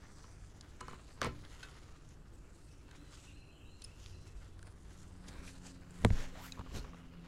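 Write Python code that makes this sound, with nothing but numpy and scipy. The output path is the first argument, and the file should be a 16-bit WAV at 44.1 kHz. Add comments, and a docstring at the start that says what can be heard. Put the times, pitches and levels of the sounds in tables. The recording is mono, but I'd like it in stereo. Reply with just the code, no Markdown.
"""Unhooking a fish on a river bank

A caught fish is lifted and gripped close to a chest-worn camera. Sleeves and gloves rustle in tiny
slips; the fish jerks the line, rings the rod and slaps its wet tail. The hook ticks and squeaks free,
then a hand bumps the camera and cloth sweeps by. Behind it all: light wind, faint birds and the
sinking hum of a distant propeller plane."""
import sys
import numpy as np
from scipy import signal
from scipy.fft import rfft, irfft, next_fast_len
from scipy.io import wavfile

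SR = 44100
rng = np.random.default_rng(int(sys.argv[2]) if len(sys.argv) > 2 else 0)


def log_audio(samples):
    """Write samples as a 16-bit WAV file to the path given in sys.argv[1]."""
    # one column per channel
    frames = np.atleast_2d(samples).T
    # limit to full scale, then quantise
    limited = np.clip(frames, -1, 1)
    pcm = np.round(limited * 32767).astype(np.int16)
    wavfile.write(sys.argv[1], SR, pcm)


N = 320607
T = np.arange(N) / SR
SHOT = SR // 2  # samples in a one-shot sound
AGE = T[:SHOT]

# bright hiss of glove fibres: f/Hz, level/dB
GLOVE_COLOUR = [(1500, -8.5), (3000, -2.5), (4500, 4), (6000, 3.5), (7700, 6), (10000, -1.5), (11500, -12),
                (14000, -20), (15500, -28)]
# crack of the taut line: f/Hz, level/dB
CRACK_COLOUR = [(300, -22), (900, -21), (1500, 8.5), (2400, -9), (4500, -8), (7000, -11.5), (9500, -13.5),
                (12000, -27), (16000, -47)]
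# hollow knock of the rod handle: f/Hz, level/dB
KNOCK_COLOUR = [(150, -1.5), (700, -7), (1120, 2.5), (2000, -17.5), (4000, -22.5), (10000, -77)]
# resonances of rod and reel: f/Hz, level/dB, t60/s
ROD_MODES = [(66.7, -5, 0.37), (122.6, -1, 0.43), (174, -7, 0.29), (235.3, -5, 0.33), (290, -17.5, 0.87),
             (373, -7.5, 0.43), (484, -4, 0.16), (580, -16, 0.44), (1026.5, 1, 0.21), (1151, 12.5, 0.041),
             (1310, 1.5, 0.16), (1410, -17, 0.03), (1660, -13, 0.038), (1760, -35, 0.041), (2210, -10, 0.2),
             (2510, -12, 0.19), (2800, -22, 0.16), (2970, -5.5, 0.12), (4030, -26, 0.074),
             (4230, -10, 0.11), (4670, -29, .05)]


def amp(db):
    """Decibels to gain."""
    return 10 ** (np.asarray(db) / 20)


def curves(table):
    """Each column of a table, joined by straight lines in time."""
    times, *columns = np.transpose(table)
    return [np.interp(T, times, column) for column in columns]


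def unit(x):
    """Scale to rms 1."""
    return x / np.sqrt(np.mean(x ** 2))


def pan(db):
    """Stereo gains for a left-minus-right level."""
    return amp(np.array([[db], [-db]]) / 2)


def add(out, s, x):
    """Mix a sound in at time s."""
    i = int(s * SR)
    out[:, i:i + x.shape[-1]] += x[..., :N - i]


def walk(rate):
    """Smooth random motion with a spread near 1."""
    knots = rng.standard_normal(size=8192)
    return 1.2 * np.interp(T * rate, np.arange(len(knots)), knots)


def bell(s, half, skirt):
    """A swell to 1 at time s; a higher skirt dies away more steeply."""
    return (1 + ((T - s) / half) ** 2 / skirt) ** -skirt


def fade(t60):
    """Exponential decay, 60 dB in t60 seconds."""
    return np.exp(-np.log(1000) * AGE / max(t60, 1 / SR))


def phase_of(hz):
    """Running phase of a moving pitch."""
    return 2 * np.pi * np.cumsum(hz) / SR


def colour(x, points):
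    """Minimum-phase EQ through points of f/Hz, level/dB."""
    size = next_fast_len(x.shape[-1] + 2048)
    hz, db = np.transpose(points)
    freqs = np.maximum(np.fft.rfftfreq(size, 1 / SR), 1)
    gain = amp(np.interp(np.log(freqs), np.log(hz), db))
    cepstrum = irfft(np.log(gain), size)
    cepstrum[1:size // 2] *= 2
    cepstrum[size // 2:] = 0
    return irfft(rfft(x, size) * np.exp(rfft(cepstrum)), size)[..., :x.shape[-1]]


def stereo_noise(side_db, size=N):
    """Mid/side white noise; side_db sets the width."""
    mid, side = rng.standard_normal((2, size))
    return unit(mid + amp(side_db) * side * np.array([[1], [-1]]))


def ring(modes, port_phase):
    """Damped modes of alternating sign; each reaches the two microphone ports with its own phase."""
    out = 0
    for k, (hz, db, t60) in enumerate(modes):
        lead = port_phase * np.array([[1], [-1]]) * np.cos(2 * k) * min(hz / 150, 2)
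        out += (-1) ** k * amp(db) * fade(t60) * np.sin(2 * np.pi * hz * AGE + lead)
    return out


def click(points, t60, grit_db, side_db):
    """A sharp contact with a short gritty tail; peak near 1."""
    push = fade(t60) * stereo_noise(side_db, SHOT)
    push *= amp(grit_db) / np.sqrt(np.sum(push ** 2) / 2)
    push[:, 0] += 1
    x = colour(push[:, :SR // 8], points)
    return x / np.abs(x).max(axis=1).mean()


def grains(rate, spread_db, side_db):
    """Dense tiny slips, a few stronger than the rest."""
    hit = rng.random(N) < rate / SR
    sizes = amp(spread_db * np.minimum(rng.exponential(size=N), 5))
    return stereo_noise(side_db) * hit * sizes


def friction(points, rate, spread_db, side_db):
    """Steady rubbing: slips in the colour of a material, at rms 1."""
    return unit(colour(grains(rate, spread_db, side_db), points))


def drift(x, depth_db=2.2, rate=9):
    """Quarter-octave bands swell and sink on their own as the rubbing spot wanders over the cloth."""
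    spectrum = rfft(x)
    freqs = np.maximum(np.fft.rfftfreq(N, 1 / SR), 1)
    place = np.clip(4 * np.log2(freqs / 1000), 0, 15)
    bands = (irfft(spectrum * np.maximum(1 - np.abs(place - k), 0), N) for k in range(16))
    return sum(band * amp(depth_db * walk(rate)) for band in bands)


def outdoors():
    """Soft wind rumble and a faint far hum over the even wash of the river bank."""
    # low rumble of wind and wash of open air: f/Hz, level/dB
    wind_colour = [(8, 3.5), (25, 1), (50, 4), (90, -1), (140, -8), (250, -16.5), (400, -17), (700, -34.5),
                   (1500, -67)]
    air_colour = [(100, 4), (400, -1.5), (800, -7), (1500, -8.5), (3000, -28), (8000, -28), (13000, -32),
                  (16000, -69)]
    # gusts on the microphone: peak t/s, half length/s, level/dB
    gusts = [(1.338, 0.1, -53), (4.176, 0.085, -53.5), (5.383, 0.055, -50), (6.113, 0.05, -41),
             (6.784, 0.044, -43.5)]
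    breeze_db, hum_hz = -56.5, 150.1
    gust_power = sum(amp(db) ** 2 * bell(s, half, 1.9) for s, half, db in gusts)
    wind = unit(colour(stereo_noise(-23.5), wind_colour)) * np.sqrt(amp(breeze_db) ** 2 + gust_power)
    hum = amp(-67.5 + 1.53 * walk(7.7)) * np.sin(2 * np.pi * hum_hz * T)
    air = unit(colour(stereo_noise(-9), air_colour)) * amp(-67.5 + 0.64 * walk(11))
    return wind + hum + air


def plane():
    """Propeller harmonics sink in pitch as the plane passes; moving air makes each swell and fade."""
    # the fly-by: t/s, blade rate/Hz, fundamental/dB, second harmonic/dB, upper overtones/dB
    flight = [(0, 98.26, -64.5, -70, -76.5), (2, 96.84, -78, -99, -89), (3, 96, -76.5, -98.5, -70.5),
              (4, 93.85, -61.5, -104, -85), (4.8, 92.5, -60.5, -63.5, -90), (5.3, 90.5, -55.5, -61.5, -67),
              (6, 88.43, -65.5, -55.5, -65), (6.6, 87.6, -62, -64.5, -67), (7.27, 85.2, -68, -54, -65.5)]
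    # balance of the upper overtones: multiple of the blade rate, level/dB
    overtones = [(3, 3), (4, -7.5), (5, -40), (6, -15), (7, -49)]
    # the engine, firing at 3.5 times the blade rate: t/s, level/dB
    engine = [(0, -82.5), (3.3, -81.5), (4.1, -76.5), (4.9, -70.5), (5.6, -81.5), (7.27, -75)]
    fading_db = 2.8
    hz, first_db, second_db, upper_db = curves(flight)
    engine_db, = curves(engine)
    phase = phase_of(hz * (1 + 0.005 * walk(12)))
    partials = [(1, first_db), (2, second_db), (3.5, engine_db)]
    partials += [(k, upper_db + db) for k, db in overtones]
    return np.sqrt(2) * sum(amp(db - 2.5 + fading_db * walk(11)) * np.sin(k * phase)
                            for k, db in partials)


def birds():
    """Short whistles that scoop upward and a patchy twitter, echoing among the trees."""
    # one far bird: t/s, length/s, top f/Hz, level/dB
    whistles = [(2.943, 0.11, 4170, -74), (3.037, 0.07, 4100, -73), (3.305, 0.12, 4200, -67.5),
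                (3.411, 0.15, 4180, -74), (3.645, 0.12, 4220, -67), (3.757, 0.07, 4200, -73),
                (4.074, 0.16, 4100, -72)]
    # another bird: peak t/s, half length/s, f/Hz, level/dB, warble/share of the pitch
    twitters = [(2.913, 0.099, 2647, -69, 0.018), (3.348, 0.26, 2740, -67, .042),
                (3.554, 0.11, 3060, -66, 0.05), (3.68, 0.09, 2780, -65.5, 0.03),
                (3.995, 0.06, 2660, -59.5, 0.027), (4.15, 0.058, 2740, -70, .035)]
    flutter_db, scoop_s = 4, 0.035
    song = np.zeros((1, N))
    for s, length, hz, db in whistles:
        scoop = 0.1 * np.exp(-AGE / scoop_s)
        waver = 0.009 * walk(45)[:SHOT] + 0.014 * walk(300)[:SHOT]
        swell = np.sqrt(np.abs(np.sin(np.pi * np.minimum(AGE / length, 1))))
        gain = amp(db + flutter_db * walk(47)[:SHOT]) * swell
        add(song, s, gain * np.sin(phase_of(hz * (1 - scoop + waver))))
    for s, half, hz, db, warble in twitters:
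        trill = 1 + warble * (walk(600) + walk(70))
        syllables = np.clip(walk(24) + 0.6, 0, 1)
        gain = amp(db + flutter_db * walk(35)) * syllables * bell(s, half, 0.67)
        song += gain * np.sin(phase_of(hz * trill))
    trees = unit(fade(t60=0.65) * stereo_noise(-0.18, SHOT)) / np.sqrt(SHOT)
    return 0.5 * song + 0.9 * signal.fftconvolve(song, trees)[:, :N]


def clothing():
    """Sleeve and glove fibres hiss and catch, folds crinkle; the powers of the arm movements add."""
    # hiss of sleeve fibres and rustle of folds: f/Hz, level/dB
    sleeve_colour = [(1500, -7.5), (2900, 3.5), (4200, 1.5), (5600, 1.5), (7200, 0.5), (8500, -11.5),
                     (10000, -6.5), (11500, -14.5), (14000, -26), (15500, -62)]
    folds_colour = [(120, 0), (300, 2.5), (500, 1.5), (800, 0), (1200, 2.5), (2000, -1), (3000, -8),
                    (5000, -14), (9000, -32.5)]
    # arm and hand movements: peak t/s, half length/s, hiss/dB, folds/dB, glove minus sleeve/dB
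    strokes = [(0.013, 0.065, -72, -66.5, 4), (0.206, 0.074, -71.5, -67, 8),
               (0.693, 0.33, -73.5, -70.5, -4.5), (0.894, 0.039, -67.5, -59.5, -7),
               (1.108, 0.057, -70.5, -66.5, -9), (1.603, 0.16, -64.5, -62.5, -10),
               (2.116, 0.014, -69, -71, -20), (2.67, 0.13, -71.5, -75, -2), (2.963, 0.024, -68, -62, -11),
               (3.143, 0.03, -62.5, -63, -8), (3.273, 0.062, -66.5, -72.5, -14),
               (3.855, 0.024, -64, -89, -11), (4.056, 0.06, -63.5, -71.5, -6),
               (4.275, 0.014, -66.5, -71, -4), (4.443, 0.054, -67.5, -70.5, -3),
               (4.663, 0.022, -72.5, -68, 6), (4.96, 0.075, -68, -67, -1), (5.108, 0.18, -76.5, -88, 11),
               (5.287, 0.0052, -53.5, -54, -13), (5.352, 0.078, -70, -60, -5), (5.482, 0.026, -57, -73, -3),
               (5.677, 0.022, -59, -61.5, -0.5), (6.024, 0.058, -62.5, -60, -6),
               (6.131, 0.0062, -56.5, -58, -8), (6.214, 0.042, -61, -56, -5),
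               (6.441, 0.058, -63.5, -57, -16), (6.823, 0.19, -73.5, -64, -17),
               (7.26, 0.047, -74, -63, -20)]
    rest_hiss_db, rest_folds_db = -85, -78
    sleeve_power = glove_power = amp(rest_hiss_db) ** 2 / 2
    folds_power = amp(rest_folds_db) ** 2
    for s, half, hiss_db, folds_db, glove_db in strokes:
        effort = bell(s, half, 1.56)
        glove_share = 1 / (1 + amp(-2 * glove_db))
        hiss_power = effort * amp(hiss_db) ** 2
        sleeve_power = sleeve_power + hiss_power * (1 - glove_share)
        glove_power = glove_power + hiss_power * glove_share
        folds_power = folds_power + effort * amp(folds_db) ** 2
    sleeve = friction(sleeve_colour, 5000, 0.29, -3.5) * np.sqrt(sleeve_power) * amp(1.7 * walk(60))
    glove = friction(GLOVE_COLOUR, 3500, 1.3, -18) * np.sqrt(glove_power) * amp(2.8 * walk(60))
    folds = friction(folds_colour, 3000, 0.28, -4.5) * np.sqrt(folds_power) * amp(2.73 * walk(45))
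    return drift((sleeve + glove) * pan(0.6) + folds * pan(1.9)) * amp(0.1)


def finger_rubs():
    """A sliding weave scratches around one pitch, its own for each slide."""
    # fingers on glove and fish: peak t/s, half length/s, f/Hz, level/dB
    slides = [(0.193, 0.17, 5920, -71), (1.13, 0.039, 8100, -73.5), (2.344, 0.012, 7950, -74),
              (2.665, 0.09, 8500, -78), (2.733, 0.023, 5670, -73), (3.204, 0.14, 8000, -72.5),
              (3.713, 0.26, 7400, -79), (4.924, 0.034, 6140, -74), (6.775, 0.026, 4350, -59),
              (6.95, 0.68, 2900, -74)]
    out = 0
    for s, half, hz, db in slides:
        band = [(hz / 2, -30), (hz / 1.15, -11), (hz, 0), (hz * 1.12, -11), (hz * 2, -32)]
        out += friction(band, 2500, 0.84, -19) * amp(db) * bell(s, half, 2)
    return out


def grip():
    """The padded glove kneads the fish with soft, low scuffs."""
    # squeezes of the hand: peak t/s, half length/s, level/dB
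    squeezes = [(0.72, 0.1, -67), (1.39, 0.086, -63), (1.886, 0.078, -68), (2.34, 0.026, -63),
                (2.57, 0.092, -70.5), (2.845, 0.031, -68), (3.02, 0.039, -62.5), (3.653, 0.047, -65),
                (4.252, .025, -68), (5.809, 0.044, -68.5)]
    # muffled scuff of the padding: f/Hz, level/dB
    padding_colour = [(100, 4), (200, -0.5), (290, 6), (450, -6), (650, -11), (1500, -34.5)]
    power = sum(amp(db) ** 2 * bell(s, half, 2.9) for s, half, db in squeezes)
    return friction(padding_colour, 1200, 0.82, -8.5) * np.sqrt(power)


def cloth_brushes():
    """Fabric hisses as it sweeps right past the microphone."""
    # close passes: peak t/s, half length/s, level/dB, tilt/dB per octave
    passes = [(6.188, 0.045, -51, -1), (6.458, 0.032, -59, 11), (6.767, 0.018, -45.5, -1)]
    # hiss of that fabric: f/Hz, level/dB
    fabric_colour = [(100, 5), (500, 2.5), (1500, -7.5), (3000, -4.5), (5000, -7), (7200, -6.5),
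                     (9500, -18), (12000, -18), (15500, -29)]
    out = 0
    for s, half, db, tilt in passes:
        tilted = [(hz, level + tilt * np.log2(hz)) for hz, level in fabric_colour]
        swell = (1 + ((T - s) / half) ** 2) ** -0.85
        out += friction(tilted, 6000, 0.58, -4.5) * amp(db + 1) * swell
    return drift(out * pan(2.9))


def cloth_zip():
    """Unevenly ribbed cloth slides faster and faster: a rough zip that rises and swells."""
    start_s, length_s = 6.30, 0.205
    start_hz, octaves_per_s, rise_db_per_s = 355, 13.3, 42
    elapsed = np.clip(T - start_s, 0, length_s)
    rib_hz = start_hz * 2 ** (octaves_per_s * elapsed)
    phase = phase_of(rib_hz * (1 + 0.125 * walk(700)))
    ribs = unit(np.sin(phase) + amp(-8) * np.sin(2 * phase))
    pressure = np.sqrt(np.abs(np.sin(np.pi * elapsed / length_s)))
    return ribs * pressure * amp(-63 + rise_db_per_s * elapsed + 3 * walk(220)) * pan(5)


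def tackle_clinks():
    """The tackle is flicked: a short scrape, and its many modes ring."""
    # flicks: t/s, level/dB, share of the free ring time
    flicks = [(1.631, -48.5, 0.94), (2.913, -56.5, 0.26)]
    # resonances of the tackle: f/Hz, level/dB, t60/s
    tackle_modes = [(1520, -0.5, 0.16), (1590, -7, 0.055), (1960, -17, 0.046), (2600, -5, 0.16),
                    (3200, -2, .04), (3730, -9, 0.14), (4140, -1.5, 0.045), (4930, -8, 0.057),
                    (5060, 0, 0.021), (6450, -10, 0.078), (7400, -10, .03)]
    out = np.zeros((2, N))
    for s, db, hold in flicks:
        modes = [(hz, level, t60 * hold) for hz, level, t60 in tackle_modes]
        add(out, s, amp(db) * pan(2.7) * ring(modes, 0.23))
        add(out, s - 0.002, amp(db + 6.5) * pan(5.6) * click(CRACK_COLOUR, 0.084 * hold, 14, 0))
    return out


def reel_snap():
    """The reel snaps once: a bright click with a very short ring."""
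    # resonances of the snap: f/Hz, level/dB, t60/s
    snap_modes = [(2520, -3, 0.028), (3870, 3.5, 0.019), (4260, 1, 0.014), (5000, 0, 0.012),
                  (6300, -7, 0.023), (6700, -1.5, 0.011)]
    snap_s = 6.5215
    out = np.zeros((2, N))
    add(out, snap_s, amp(-42.5) * pan(6) * ring(snap_modes, 0.39))
    add(out, snap_s, amp(-44) * pan(5.3) * click(GLOVE_COLOUR, 0.014, 5, -6))
    return out


def hook():
    """Small hard contacts tick, the longer ones with more scrape; the barb squeaks as it slides free."""
    # ticks of hook, jig and line: t/s, level/dB, f/Hz, t60/s, left minus right/dB
    ticks = [(0.6104, -45, 4970, 0.016, -3), (0.8067, -48.5, 4970, 0.011, -1),
             (0.809, -50.5, 7500, 0.021, 8), (1.4503, -53.5, 3220, 0.024, 15),
             (2.089, -59, 6850, 0.026, -3.5), (3.8187, -51, 9000, 0.023, 4), (3.82, -50, 4000, 0.028, -2),
             (4.0614, -46, 2820, 0.0052, -6), (5.284, -51, 6300, 0.038, 7), (5.477, -52, 1950, 0.13, -2),
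             (5.907, -56, 7600, 0.017, 5), (6.103, -50, 2300, 0.013, -3)]
    # the hook leaves the lip: t/s, f/Hz, length/s, level/dB, overtones/dB
    squeaks = [(3.84, 4790, 0.0064, -61, 12.5), (3.8447, 5160, 0.006, -48, -16)]
    out = np.zeros((2, N))
    for s, db, hz, t60, pan_db in ticks:
        band = [(hz / 4, -22), (hz / 1.44, -11), (hz, 0), (hz * 1.36, -7), (hz * 3, -26)]
        grit_db = np.interp(t60, [0.01, 0.025], [2, 12])
        add(out, s, amp(db + 3.5) * pan(np.clip(pan_db, -7, 7)) * click(band, t60, grit_db, -4.5))
    for s, hz, length, db, overtones_db in squeaks:
        phase = phase_of(hz * (1 + 0.008 * walk(760)[:SHOT]))
        tone = np.sin(phase) + amp(overtones_db) * (np.sin(2 * phase) + amp(-9) * np.sin(3 * phase))
        scrape = 0.58 * colour(stereo_noise(-1, SHOT), GLOVE_COLOUR)
        rise = 3 * AGE / length
        add(out, s, amp(db) * rise * np.exp(1 - rise) * (tone + scrape))
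    return colour(out, [(9800, 3), (11500, -12), (15500, -11)])  # the microphone loses the very top


def camera_bumps():
    """Glove and rod butt ring the camera's mount and crack on its shell, duller for a softer contact."""
    # bumps: t/s, thud/dB, crack/dB, contact time/s
    bumps = [(6.039, -25.5, -44, 0.0011), (6.0486, -16, -13.5, 0.00027), (6.057, -26, -38, 0.0004),
             (6.064, -24.5, -40, 0.00077), (6.1047, -14, -33.5, 0.0018), (6.593, -36, -42, 0.00076)]
    # resonances of camera and mount: f/Hz, level/dB, t60/s
    mount_modes = [(44.7, -18, 0.43), (102.4, -5, 0.13), (170, -6, 0.12), (229, 6, 0.02), (353, -9, 0.047),
                   (453, 4.5, 0.028), (610, -27, 0.034), (650, -2, 0.025), (980, 1, 0.023),
                   (1160, -8, 0.06), (1660, -9, 0.047)]
    # crack of the shell: f/Hz, level/dB
    shell_colour = [(200, -25), (600, 15.5), (1200, -1.5), (1700, 4.5), (2300, -2.5), (2800, -14),
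                    (4100, -5.5), (4800, -20), (7800, -12), (11000, -22), (16000, -52)]
    # the hand shades the left port: f/Hz, gain/dB
    hand_shade = [(80, 3), (250, 0.5), (450, -4.5), (700, -6), (1100, -5), (2200, 3.5), (8000, 6)]
    out = np.zeros((2, N))
    for s, db, crack_db, contact in bumps:
        push = np.exp(-AGE / contact) * AGE
        thud = signal.fftconvolve(ring(mount_modes, 0.46), push[None] / push.sum())
        add(out, s, -amp(db) * pan(-5.5) * thud)
        dulled = [(hz, level - 20 * np.log10(1 + (hz * contact / 9) ** 2)) for hz, level in shell_colour]
        add(out, s, amp(crack_db) * click(dulled, 0.0072, 2, 1.3))
    out[0] = colour(out[0], hand_shade)
    return out


def harness_sways():
    """The harness sways after contact: a deep, dying wobble."""
    # sways: t/s, f/Hz, t60/s, level/dB
    sways = [(1.288, 62, 0.13, -36), (4.351, 48, 0.24, -40), (6.127, 17.2, 0.54, -25.5),
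             (6.748, 41, 0.42, -37.5)]
    out = np.zeros((2, N))
    for s, hz, t60, db in sways:
        add(out, s, -amp(db) * fade(t60) * np.sin(2 * np.pi * hz * AGE))
    return out


def handle_taps():
    """The rod handle taps with soft, hollow knocks."""
    # taps: t/s, level/dB
    taps = [(6.575, -48), (6.585, -47), (6.594, -39), (6.61, -42.5), (6.662, -47.5), (6.672, -50),
            (6.71, -52), (6.845, -45), (6.881, -50.5), (6.932, -46), (6.945, -47.5)]
    out = np.zeros((2, N))
    for s, db in taps:
        add(out, s, amp(db + 1) * click(KNOCK_COLOUR, t60=0.03, grit_db=5, side_db=-29))
    return out


def reel_chatter():
    """The reel rattles as the fish thrashes, ringing the rod: a sudden start, a hold, a steady fall."""
    # rattle of the reel: f/Hz, level/dB
    chatter_colour = [(40, 0), (250, 5), (500, 1), (750, 3.5), (1100, 2), (2100, 4), (3300, -9),
                      (4700, -10), (7000, -21), (10000, -29), (15000, -63)]
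    start_s, attack_s, hold_s, fall_db_per_s = 1.215, 0.0057, 0.046, 307
    since = T - start_s
    attack = np.clip(since / attack_s, 0, 1)
    fall_db = fall_db_per_s * np.maximum(since - hold_s, 0)
    rattle = unit(grains(9000, 0.4, -1.5)) * attack * amp(-39.5 - fall_db)
    rod_response = unit(ring(ROD_MODES, 0.19)) / np.sqrt(SHOT)
    ringing = signal.fftconvolve(rattle, rod_response, axes=1)[:, :N]
    return (amp(2) * colour(rattle, chatter_colour) + amp(-12) * ringing) * pan(6.7)


def line_jerks():
    """The fish jerks the line: it cracks, the handle knocks and the rod rings, longer on a hard pull."""
    # jerks: t/s, level/dB, crack/dB, knock f/Hz, left minus right/dB
    jerks = [(0.2408, -47, -53, 1070, -4), (0.8069, -45, -50, 1330, 9), (0.81, -39, -35.5, 1020, 7),
             (0.829, -45, -57, 1200, 3), (0.882, -40.5, -43, 1060, 8), (0.911, -48, -51, 1230, 11),
             (0.932, -45.5, -52, 970, 11), (1.2164, -30, -19, 1660, 1), (1.2205, -41, -48, 1240, 6),
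             (1.2295, -42, -38, 1030, 5), (1.2461, -29, -29, 1150, 7), (1.256, -44, -46, 1340, 10),
             (1.267, -46.5, -53, 940, 5), (1.289, -42.5, -62, 1200, 13), (4.593, -65, -47, 1120, -3),
             (4.6286, -72, -43.5, 1120, -1)]
    knock_peak_hz = KNOCK_COLOUR[2][0]
    out = np.zeros((2, N))
    for s, db, crack_db, knock_hz, pan_db in jerks:
        hold = np.interp(db, [-46, -38], [0.5, 0.9])
        detune = 1 + 0.025 * rng.uniform(-0.78, 1)  # line tension varies from jerk to jerk
        modes = [(hz * detune, level, t60 * hold) for hz, level, t60 in ROD_MODES]
        rod = 0.2 * ring(modes, 0.25)
        tuned = [(hz * knock_hz / knock_peak_hz, level) for hz, level in KNOCK_COLOUR]
        knock = amp(-6) * click(tuned, t60=0.035, grit_db=11, side_db=-11)
        handle = amp(-2.5) * fade(t60=0.016) * np.sin(2 * np.pi * knock_hz * AGE)
        for layer in (rod, knock, handle):
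            add(out, s, amp(db) * pan(pan_db) * layer)
        add(out, s, amp(crack_db) * pan(pan_db / 2) * click(CRACK_COLOUR, 0.0055, 1.5, -6))
    return out


def body_flops():
    """The fish's body flops with dull, wet thumps."""
    # flops: t/s, f/Hz, peak/dB
    flops = [(0.825, 380, -62), (0.929, 221, -49), (1.2206, 520, -33), (1.229, 190, -48), (1.255, 280, -58),
             (1.265, 171, -35), (1.267, 480, -34), (1.273, 494, -38), (1.298, 131, -51)]
    out = np.zeros((2, N))
    for s, hz, db in flops:
        body = [(hz / 4, -12), (hz, 0), (hz * 1.47, -10), (hz * 4, -30), (hz * 16, -50)]
        add(out, s, amp(db) * pan(1.8) * click(body, t60=0.047, grit_db=2.7, side_db=-10))
    return out


def tail_slaps():
    """The wet tail smacks against line and glove: short sprays of fine noise."""
    # smacks: t/s, level/dB, t60/s, f/Hz
    smacks = [(1.2085, -54, 0.05, 3800), (1.2285, -29, 0.018, 3200), (1.236, -44, 0.056, 4000),
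              (1.245, -41, 0.024, 4070), (1.255, -42, 0.055, 3400), (1.269, -52, 0.053, 3900)]
    attack = 1 - np.exp(-AGE / 0.001)
    out = np.zeros((2, N))
    for s, db, t60, hz in smacks:
        band = [(hz / 4, -14), (hz / 2.2, -1), (hz, 0), (hz * 1.35, -2),
                (hz * 2, -12), (hz * 3, -24), (hz * 4, -42)]
        spray = unit(colour(stereo_noise(-4, SHOT), band))
        add(out, s, amp(db) * pan(2.4) * spray * attack * fade(t60))
    return out


def scene():
    """Everything heard at the camera."""
    cloth = clothing() + finger_rubs() + grip() + cloth_brushes() + cloth_zip()
    fish = line_jerks() + body_flops() + reel_chatter() + tail_slaps()
    tackle = tackle_clinks() + reel_snap() + hook()
    handling = camera_bumps() + harness_sways() + handle_taps()
    background = plane() + birds() + outdoors()
    return background + cloth + tackle + handling + fish


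def record(dry):
    """Loud peaks are rounded, the image closes almost to mono near the end, the top is cut steeply."""
    rounded = 0.33 * np.tanh(dry / 0.29)
    mid = rounded.mean(axis=0)
    width = np.interp(T, [6.5, 6.58], [1, 0.06])
    top_hz = 15750
    lowpass = signal.ellip(8, 0.2, 70, top_hz, fs=SR, output="sos")
    return signal.sosfilt(lowpass, mid + width * (rounded - mid))


dry = scene()
out = record(dry)
log_audio(out)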